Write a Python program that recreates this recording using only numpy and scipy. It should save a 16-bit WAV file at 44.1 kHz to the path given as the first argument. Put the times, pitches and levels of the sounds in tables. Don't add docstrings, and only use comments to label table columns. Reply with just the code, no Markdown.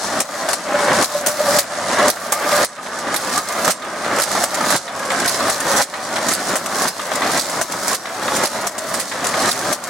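import sys
import numpy as np
from scipy import signal
from scipy.fft import rfft, irfft, next_fast_len
from scipy.io import wavfile
from scipy.ndimage import uniform_filter1d, map_coordinates

SR = 44100
rng = np.random.default_rng(int(sys.argv[2]) if len(sys.argv) > 2 else 0)


def inscribe(sig):
    pcm = np.round(np.clip(np.atleast_2d(sig).T, -1, 1) * 32767)
    wavfile.write(sys.argv[1], SR, pcm.astype(np.int16))


N = 436149
PICK_S, STEP_S = 1.0589, 0.025
GEAR_HZ, DEEP_HZ, TOP_HZ = 588.7, 120, 15950

# (cut-off [s], roar [dB], rumble [dB], sizzle [dB], fizz over sizzle [dB])
SWELLS = [(0.211, -20.5, -28.5, -26, -18), (0.53, -22.5, -33, -25.5, -13),
          (1.029, -13.5, -20.5, -19.5, -19), (1.29, -23.5, -33.0, -29.5, -10),
          (1.59, -17.5, -28.0, -19, -9), (2.094, -14.5, -24.0, -21.0, -23),
          (2.317, -25.5, -36.5, -31, -9.0), (2.641, -15, -26.5, -19, -8), (3.155, -22.5, -30.0, -28.5, -25),
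          (3.391, -20.5, -29.5, -24.5, -12), (3.704, -18.5, -29.0, -21.5, -10),
          (4.198, -18, -25.5, -26, -20), (4.427, -19.5, -29, -23.0, -14.0),
          (4.76, -17.5, -27, -20.5, -12.0), (5.266, -18, -26, -23.5, -20),
          (5.497, -18.5, -27.0, -22, -13.0), (5.815, -16.5, -27.0, -19, -11.0),
          (6.324, -19.5, -27.5, -24, -16), (6.548, -20, -26.5, -24, -13.0), (6.877, -19.5, -27, -22, -12.0),
          (7.386, -16.5, -24.0, -21, -12), (7.606, -23.5, -30, -26, -13.0), (7.942, -22.5, -29.5, -23, -10),
          (8.447, -18.5, -24.5, -22.5, -13), (8.665, -23.5, -32, -28.5, -13.0),
          (8.995, -23.5, -32.0, -26, -10), (9.495, -16.5, -23.5, -20.5, -15), (9.73, -21.0, -27, -26, -12),
          (10.03, -24.5, -33, -26.0, -11.0)]
LOW_S = [0.059, 0.079, 0.12]
HOLD_S = [0.019, 0.036, 0.017]
# (first step up [dB], swell to the crest [dB])
ROAR_SHAPE = [(2, 4), (3.3, 6), (5.5, 9)]
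RUMBLE_SHAPE = [(2.7, 6), (3.4, 7.3), (3.6, 13.5)]
SIZZLE_SHAPE = [(0.45, 0.92), (1, 8.75), (0.19, 11.2)]
# (frequency [Hz], level [dB])
RUMBLE_TONE = [(20, -38), (45, -44), (70, -18.5), (100, -6.5), (140, -6.5), (180, 0), (240, 2.5),
               (310, 0.5), (420, 0.5), (520, -6.5), (800, -50)]
FRAME_TONE = [(250, -28.5), (420, -18), (510, -0.5), (600, 3), (720, 1.5), (900, -2), (1100, 0), (1220, 0),
              (1400, -2), (1750, -3), (2100, -7.5), (2600, -14.5), (3500, -15), (7000, -38)]
SIZZLE_TONE = [(1500, -8), (2500, -12.5), (3200, -6.5), (4000, 1.5), (4800, 2), (5700, 2.5), (7000, 1),
               (8800, -1), (10300, -3.5), (11500, -10), (13000, -23), (16000, -46)]
FIZZ_TONE = [(8000, -33), (10500, 2.5), (11700, 0.5), (13000, -3), (14200, -4), (15200, -11), (16000, -3.5)]
# (time [s], gain [dB])
DEEP_BASS = [(0, 0), (1, -6), (1.6, 6), (2.7, -4), (4, -1), (5, 2), (6.6, -3.5), (8, 1.5), (9.89, -2)]
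# (time [s], note over roar [dB], overtone over roar [dB])
GEAR_SONG = [(0, -11, -15), (.6, -11.5, -11), (.8, -8, -17), (1.1, -9, -20), (1.48, -2.5, -14),
             (1.7, -13, -26), (2.5, -12, -11.5), (3.3, -19, -7.5), (4.5, -14, -19), (5.2, -19, -26)]
# (time [s], note [dB], overtone [dB])
BACKLASH = [(.74, -13, -38), (1.148, -14.5, -38), (1.403, -12, -24), (1.475, -19, -21), (1.55, -15, -36),
            (1.775, -22, -42), (2.02, -15, -27), (2.323, -23, -12.5), (2.47, -30, -18), (2.521, -10, -19),
            (3.36, -32, -27)]

# (time [s], level before trims [dB], relative knock [dB], crash t60 [s])
SHED_BLOWS = [(0.202, -5.5, -17, 0.08), (1.262, -6.5, -9, 0.16), (2.3211, -5.5, -3, 0.095),
              (3.3773, -7, -4, 0.053), (4.437, -8.5, 3.5, 0.074), (5.4984, -6.5, -6, 0.071),
              (6.5555, -7.5, 0.5, 0.11), (7.6123, -8.5, 2.5, 0.092), (8.6687, -9.5, -2, 0.076),
              (9.727, -8, -9, 0.076)]
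BEAT_BLOWS = [(0.531, -6.5, -1.5, 0.073), (1.5858, -4, -4, 0.089), (2.646, -5, -13, 0.041),
              (3.7057, -8.5, -15, 0.088), (4.7614, -9, -18, 0.06), (5.821, -9, -23, 0.073),
              (6.8805, -6, -12, 0.053), (7.9454, -9, -13, 0.054), (8.9974, -10.5, -6, 0.12)]
CATCH_BLOWS = [(1.044, -3, -12, 0.036), (2.101, -1, -12, 0.026), (3.1613, -6.5, -16, 0.069),
               (4.219, -5.5, -20, 0.05), (5.278, -6, -17, 0.064), (6.335, -6.5, -15, 0.057),
               (7.3953, -7, -16, 0.033), (8.4556, -7, -15, 0.035), (9.513, -6.5, -17, 0.036)]
LINK_BLOWS = [(.487, -11, 8, 0.16), (1.211, -12, -13, 0.026), (1.2824, -8, -13, 0.066),
              (1.6297, -16, -19, 0.057), (3.678, -10, 13, 0.079), (3.714, -14, -15, 0.076),
              (4.186, -10, 10, 0.069), (4.3146, -9, -7, .041), (4.9925, -16, -9, .055),
              (5.118, -12, -3, .043), (5.199, -9, -12, 0.055), (6.2841, -7, -6, 0.17),
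              (7.1561, -9.5, -5, 0.055), (7.3163, -9, -11, 0.039), (7.4969, -10.5, 0, .05),
              (8.363, -8.5, -7, 0.093), (9.243, -8, 5, 0.092), (9.2686, -7, -11, .05)]
LEVER_BLOWS = [(2.517, -7, -3, 0.076), (2.8614, -19, 5, .09), (3.143, -13, -1, 0.076),
               (3.3747, -18, -10, .083), (7.1164, -13.5, 11, 0.15)]
STATIONS_S = [2.9, 3.72, 11.5]
# (time after the catch [s], level at the flywheel [dB],
# at the corner [dB], at the cloth [dB], relative knock [dB], crash t60 [s])
LINK_CYCLE = [(-.0195, -4.5, -5.5, -12, -1, 0.053), (.015, -44, -7, -11.5, -19, 0.043),
              (.325, -32, -6.5, -15, -7, .06), (.485, -24, -5, -10, 2, 0.11)]
LEVER_CYCLE = [(.6595, -28, -18, -10.5, -12, .15), (.8845, -22, -8, -4.5, 0, .08)]
# (frequency [Hz], level [dB])
SHED_TONE = [(900, -14), (1800, -8), (3000, -8.5), (4700, -9.5), (5600, -1.5), (7800, -1), (8800, -1),
             (11700, -5.5), (14000, -12), (16000, -13)]
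LINK_TONE = [(900, -18), (2000, -4), (3000, -7.5), (4400, -3), (7200, 2), (10700, -2), (13500, -10),
             (16000, -18)]
BEAT_TONE = [(900, -25), (2000, 0.5), (2900, -8), (4500, -0.5), (6200, -2), (7100, -2), (8900, 2),
             (10600, 0), (13000, -6), (16000, -14)]
CATCH_TONE = [(900, -28), (2000, -4), (3000, -15), (3700, 0.5), (4700, 1), (6300, -12), (8800, -3),
              (11300, 3), (13000, -11), (16000, -12)]
LEVER_TONE = [(500, -31), (900, 5.5), (1300, 3), (2000, 5), (2700, -7), (3600, -1.5), (5000, -12.5),
              (9000, -18), (16000, -29)]
# (frequency [Hz], width [Hz], level [dB])
SHED_MODES = [(5700, 120, -10), (6550, 200, -4), (7400, 320, -2), (8400, 260, -10), (9000, 260, -2),
              (9500, 250, -4), (10300, 260, -3)]
LINK_MODES = [(7120, 320, 4.5), (8180, 88, -11), (10600, 150, -19), (11170, 290, 2)]
BEAT_MODES = [(4530, 140, 0), (7200, 160, -0.35), (9750, 65, -0.78), (10900, 42, -2)]
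CATCH_MODES = [(4640, 89, -1), (5800, 90, 2), (8360, 200, -6), (10460, 200, -4), (11120, 290, -2.5)]
SPRING_MODES = [(4620, 55, -1), (5800, 70, -8)]
LEVER_MODES = [(1245, 20, -5), (1680, 36, -10), (1960, 41, -15), (2940, 27, -28), (3430, 35, -13),
               (4040, 21, -21)]

# (time [s], gain [dB])
GLINT = [(0, -5), (1.0, -6), (1.4, 6), (2.6, 2), (3.3, -1), (6, -2), (9.89, -3)]
# (time [s], left over right [dB], sway [dB])
PAN = [(0, 3.5, -1), (2.4, -2, .3), (4, -2.5, 1.3), (6, -1, 1.4), (7.8, -0.2, 2.3), (9.89, -0.5, 3)]
# (frequency [Hz], correlation [-1 to 1])
MIC_CORRELATION = [(25, -0.19), (70, 1), (150, 1), (550, .96), (1200, 0.88), (2000, 0.76), (3000, 0.49),
                   (5000, 0.39), (7000, 0.56), (9000, 0.2), (11000, -0.28), (15000, 0.26)]
# (frequency [Hz], t60 [s])
WALL_DECAY = [(200, .5), (2000, 0.48), (12000, 0.24)]


def amp(db):
    return 10 ** (np.asarray(db) / 20)


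def unit(x):
    return x / np.sqrt(np.mean(x ** 2) + 1e-20)


def along(points, hz):
    f, v = np.transpose(points)
    return np.interp(np.log(hz + 1), np.log(f + 1), v)


def curves(rows):
    times, *columns = np.transpose(rows)
    return [np.interp(np.arange(N) / SR, times, column) for column in columns]


def wobble(rate):
    return map_coordinates(rng.standard_normal(N // 16), [np.arange(N) * rate / SR], mode="wrap")


def filtered(x, response):
    size = next_fast_len(N + 8192)
    return irfft(rfft(x, size) * response(np.fft.rfftfreq(size, 1 / SR)), size)[..., :N]


def shaken(tone, patchy_db, size=512):
    def mid_side_gains(hz):
        angle = np.arccos(np.clip(along(MIC_CORRELATION, hz), -1, 1)) / 2
        return amp(along(tone, hz)) * np.array([np.cos(angle), np.sin(angle)])

    spectra = signal.stft(rng.standard_normal((2, N)), nperseg=size)[2]
    patches = uniform_filter1d(rng.standard_normal(spectra.shape[1:]), size=3, axis=0)
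    patches = uniform_filter1d(patches, size=8, axis=1)
    pair = signal.istft(spectra * amp(patchy_db * unit(patches)), nperseg=size)[1][:, :N]
    mid, side = filtered(pair, mid_side_gains)
    return unit(np.array([mid + side, mid - side]))


def chatter(rate, t60, share, spread_db):
    sizes = amp(spread_db * rng.uniform(-1, 1, N))
    contacts = (rng.random(N) < rate / SR) * sizes ** 2
    decay = amp(-60 * np.arange(SR // 8) / SR / t60)
    power = np.abs(signal.fftconvolve(contacts, decay ** 2)[:N])
    return np.sqrt(1 - share + share * power / power.mean())


def strikes(times, levels_db, t60s, attack):
    t = np.arange(SR // 4) / SR
    out = np.zeros(N + SR)
    for s, db, t60 in np.broadcast(times, levels_db, t60s):
        out[round(s * SR):][:len(t)] += amp(db - 60 * t / t60) * (1 - np.exp(-t / attack))
    return out[:N]


def din_level(column, shape, fall_s, lag_s):
    cut, crest = np.array(SWELLS)[:, [0, column]].T
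    kind = np.arange(len(cut)) % len(shape)
    step, swell = np.array(shape)[kind].T
    start = np.append(-STEP_S, cut[:-1])
    rising = start + np.array(LOW_S)[kind]
    crested = cut - np.array(HOLD_S)[kind]
    low = crest - swell - step
    times = np.column_stack([start + lag_s + fall_s, rising, rising + STEP_S, crested, cut + lag_s])
    levels = np.column_stack([low, low, crest - swell, crest, crest])
    return np.interp(np.arange(N) / SR, np.maximum.accumulate(times.ravel()), levels.ravel())


def roar_level():
    since_catch = (np.arange(N) / SR - CATCH_BLOWS[1][0]) % PICK_S
    first, second = np.transpose(LEVER_CYCLE)[0]
    bite_db = np.interp(since_catch, [first, second, second + 0.0023, PICK_S], [0, -0.5, 0.5, 0])
    return din_level(1, ROAR_SHAPE, fall_s=0.019, lag_s=-0.0011) + bite_db


def sizzle_level():
    return din_level(3, SIZZLE_SHAPE, fall_s=0.041, lag_s=0.0052)


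def drive():
    rumble_db = din_level(2, RUMBLE_SHAPE, fall_s=0.02, lag_s=-0.0068) + 0.03
    unsteady_db = wobble(22)
    rumble = amp(rumble_db + unsteady_db) * shaken(RUMBLE_TONE, patchy_db=1)
    deep = filtered(rumble, lambda hz: 1 / (1 + (hz / DEEP_HZ) ** 6))
    rumble += (amp(curves(DEEP_BASS)[0]) - 1) * deep
    roar = amp(roar_level() + unsteady_db) * shaken(FRAME_TONE, patchy_db=2, size=2048)
    return (rumble + roar) * chatter(rate=170, t60=0.045, share=0.27, spread_db=6.5)


def gearing():
    note_db, overtone_db = curves(GEAR_SONG) + roar_level()
    times, *knocks_db = np.transpose(BACKLASH)
    note_knocks, overtone_knocks = [strikes(times, db, t60s=0.16, attack=0.004) for db in knocks_db]
    wander = 1 + 0.01125 * wobble(25) + 0.0236 * wobble(140)
    phase = 2 * np.pi * GEAR_HZ * np.cumsum(wander) / SR
    note = unit(amp(3 * wobble(45)) * np.sin(phase))
    overtone = unit(amp(4.3 * wobble(45)) * np.sin(2.05 * phase))
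    return (amp(note_db) + note_knocks) * note + (amp(overtone_db) + overtone_knocks) * overtone


def warp():
    cut, *_, swell_fizz_db = np.transpose(SWELLS)
    swell = np.searchsorted(cut[:-1], np.arange(N) / SR)
    fizz_db = uniform_filter1d(swell_fizz_db[swell], size=2048) + 3
    sizzle_db = sizzle_level() + 1.5 * wobble(20) - 1.38
    sizzle = amp(sizzle_db) * shaken(SIZZLE_TONE, patchy_db=1.1, size=1024)
    fizz = amp(sizzle_db + fizz_db) * shaken(FIZZ_TONE, patchy_db=2.4)
    return (sizzle + fizz) * chatter(rate=400, t60=0.015, share=0.35, spread_db=10)


def plucked_wires(count, t60):
    when, pitch, size = rng.random((count, 3)).T
    levels_db = sizzle_level()[(when * (N - 1)).astype(int)] - 6.5 + 6 * size
    t = np.arange(SR // 6) / SR
    out = np.zeros((2, N + SR))
    for start, hz, db in zip(when * N, 4000 * 2.6 ** pitch, levels_db):
        phase = rng.uniform(0, 2 * np.pi, (2, 1))
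        out[:, int(start):][:, :len(t)] += amp(db - 60 * t / t60) * np.sin(2 * np.pi * hz * t + phase)
    return out[:, :N]


def ringing(times, levels_db, t60s, modes):
    hz, width, mode_db = np.transpose(modes)[:, :, None]
    t = np.arange(SR // 6) / SR
    out = np.zeros((2, N + SR))
    for s, db, t60 in np.broadcast(times, levels_db, t60s):
        detune, strength = rng.standard_normal((2, len(modes), 1))
        phase = rng.uniform(0, 2 * np.pi, (2, len(modes), 1))
        struck_hz = hz + 0.334 * width * detune
        partials = amp(mode_db + 2 * strength) * np.sin(2 * np.pi * struck_hz * t + phase)
        out[:, round(s * SR):][:, :len(t)] += partials.sum(axis=1) * amp(db - 60 * t / t60)
    return out[:, :N]


def clash(blows, tone, modes, crack_db, crash_db, ring_db, knock_db, ring_life, attack=0.0016):
    times, db, frame_db, t60 = np.transpose(blows)
    crack = strikes(times, db + crack_db, t60s=0.012, attack=0.0001)
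    crash = strikes(times, db + crash_db, t60, attack)
    crash *= chatter(rate=500, t60=0.0086, share=0.59, spread_db=0)
    frame = shaken(FRAME_TONE, patchy_db=1)
    knock = strikes(times, db + frame_db + knock_db, 0.6 * t60, attack=0.00033) * frame
    contact = (crack + crash) * shaken(tone, patchy_db=2)
    return contact + ringing(times, db + ring_db, t60 * ring_life, modes) + knock


def each_pick(cycle, scatter_db):
    blows = []
    for catch_s, *_ in CATCH_BLOWS:
        for delay, *station_db, knock_db, t60 in cycle:
            s = catch_s + delay
            if s < N / SR:
                db = np.interp(s, STATIONS_S, station_db) + scatter_db * rng.standard_normal()
                blows.append((s, db, knock_db, t60))
    return blows


def shed_change():
    return clash(SHED_BLOWS, SHED_TONE, SHED_MODES,
                 crack_db=-9, crash_db=-4.5, ring_db=-22, knock_db=-7, ring_life=1.1)


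def links(tick_count):
    when, size = rng.random((tick_count, 2)).T
    ticks_db = sizzle_level()[(when * (N - 1)).astype(int)] + 8 + 5 * size
    ticks = [(s, db, -9, 0.063) for s, db in zip(when * N / SR, ticks_db)]
    blows = np.vstack([each_pick(LINK_CYCLE, scatter_db=0.8), LINK_BLOWS, ticks])
    return clash(blows, LINK_TONE, LINK_MODES,
                 crack_db=-10.5, crash_db=-7.5, ring_db=-24, knock_db=-11, ring_life=1.4, attack=0.002)


def beat_up():
    return clash(BEAT_BLOWS, BEAT_TONE, BEAT_MODES,
                 crack_db=-14, crash_db=-4, ring_db=-25, knock_db=-5, ring_life=0.88)


def weft_catch():
    snap = clash(CATCH_BLOWS, CATCH_TONE, CATCH_MODES,
                 crack_db=-9, crash_db=-5.5, ring_db=-19.5, knock_db=-14, ring_life=1)
    times = np.transpose(CATCH_BLOWS)[0]
    ping_db = np.interp(times, [3, 7], [-26, -14])
    return snap + ringing(times + 0.0012, ping_db, t60s=0.041, modes=SPRING_MODES)


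def levers():
    blows = np.vstack([each_pick(LEVER_CYCLE, scatter_db=1.36), LEVER_BLOWS])
    return clash(blows, LEVER_TONE, LEVER_MODES,
                 crack_db=-16, crash_db=-8, ring_db=-14, knock_db=-14, ring_life=2, attack=0.00061)


def brick_walls(x):
    hz, t, spectra = signal.stft(rng.standard_normal((2, SR // 2)), SR, nperseg=256)
    decay = amp(-60 * t / along(WALL_DECAY, hz)[:, None])
    tail = signal.istft(spectra * decay, SR, nperseg=256)[1]
    return signal.fftconvolve(x, tail / np.linalg.norm(tail[0]), axes=1)[:, :N]


def clatter_pan():
    walk_db, sway_db = curves(PAN)
    sway = np.cos(2 * np.pi * (np.arange(N) / SR - 0.25) / (PICK_S / 2))
    balance_db = walk_db + sway_db * sway
    return amp([balance_db / 2, -balance_db / 2])


def scene():
    blows = shed_change() + links(tick_count=30) + beat_up() + weft_catch() + levers()
    top = filtered(blows, lambda hz: np.clip((hz - 10500) / 3000, 0, 1))
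    blows += (amp(curves(GLINT)[0]) - 1) * top
    wires = warp() + plucked_wires(count=70, t60=0.14)
    return clatter_pan() * (blows + wires) + amp(-24) * brick_walls(blows) + drive() + gearing()


def record(dry):
    rounded = dry / (1 + np.abs(dry / 0.85) ** 6) ** (1 / 6)
    return filtered(rounded, lambda hz: (hz < TOP_HZ) * hz / np.hypot(hz, 40))


dry = scene()
out = record(dry)
inscribe(out)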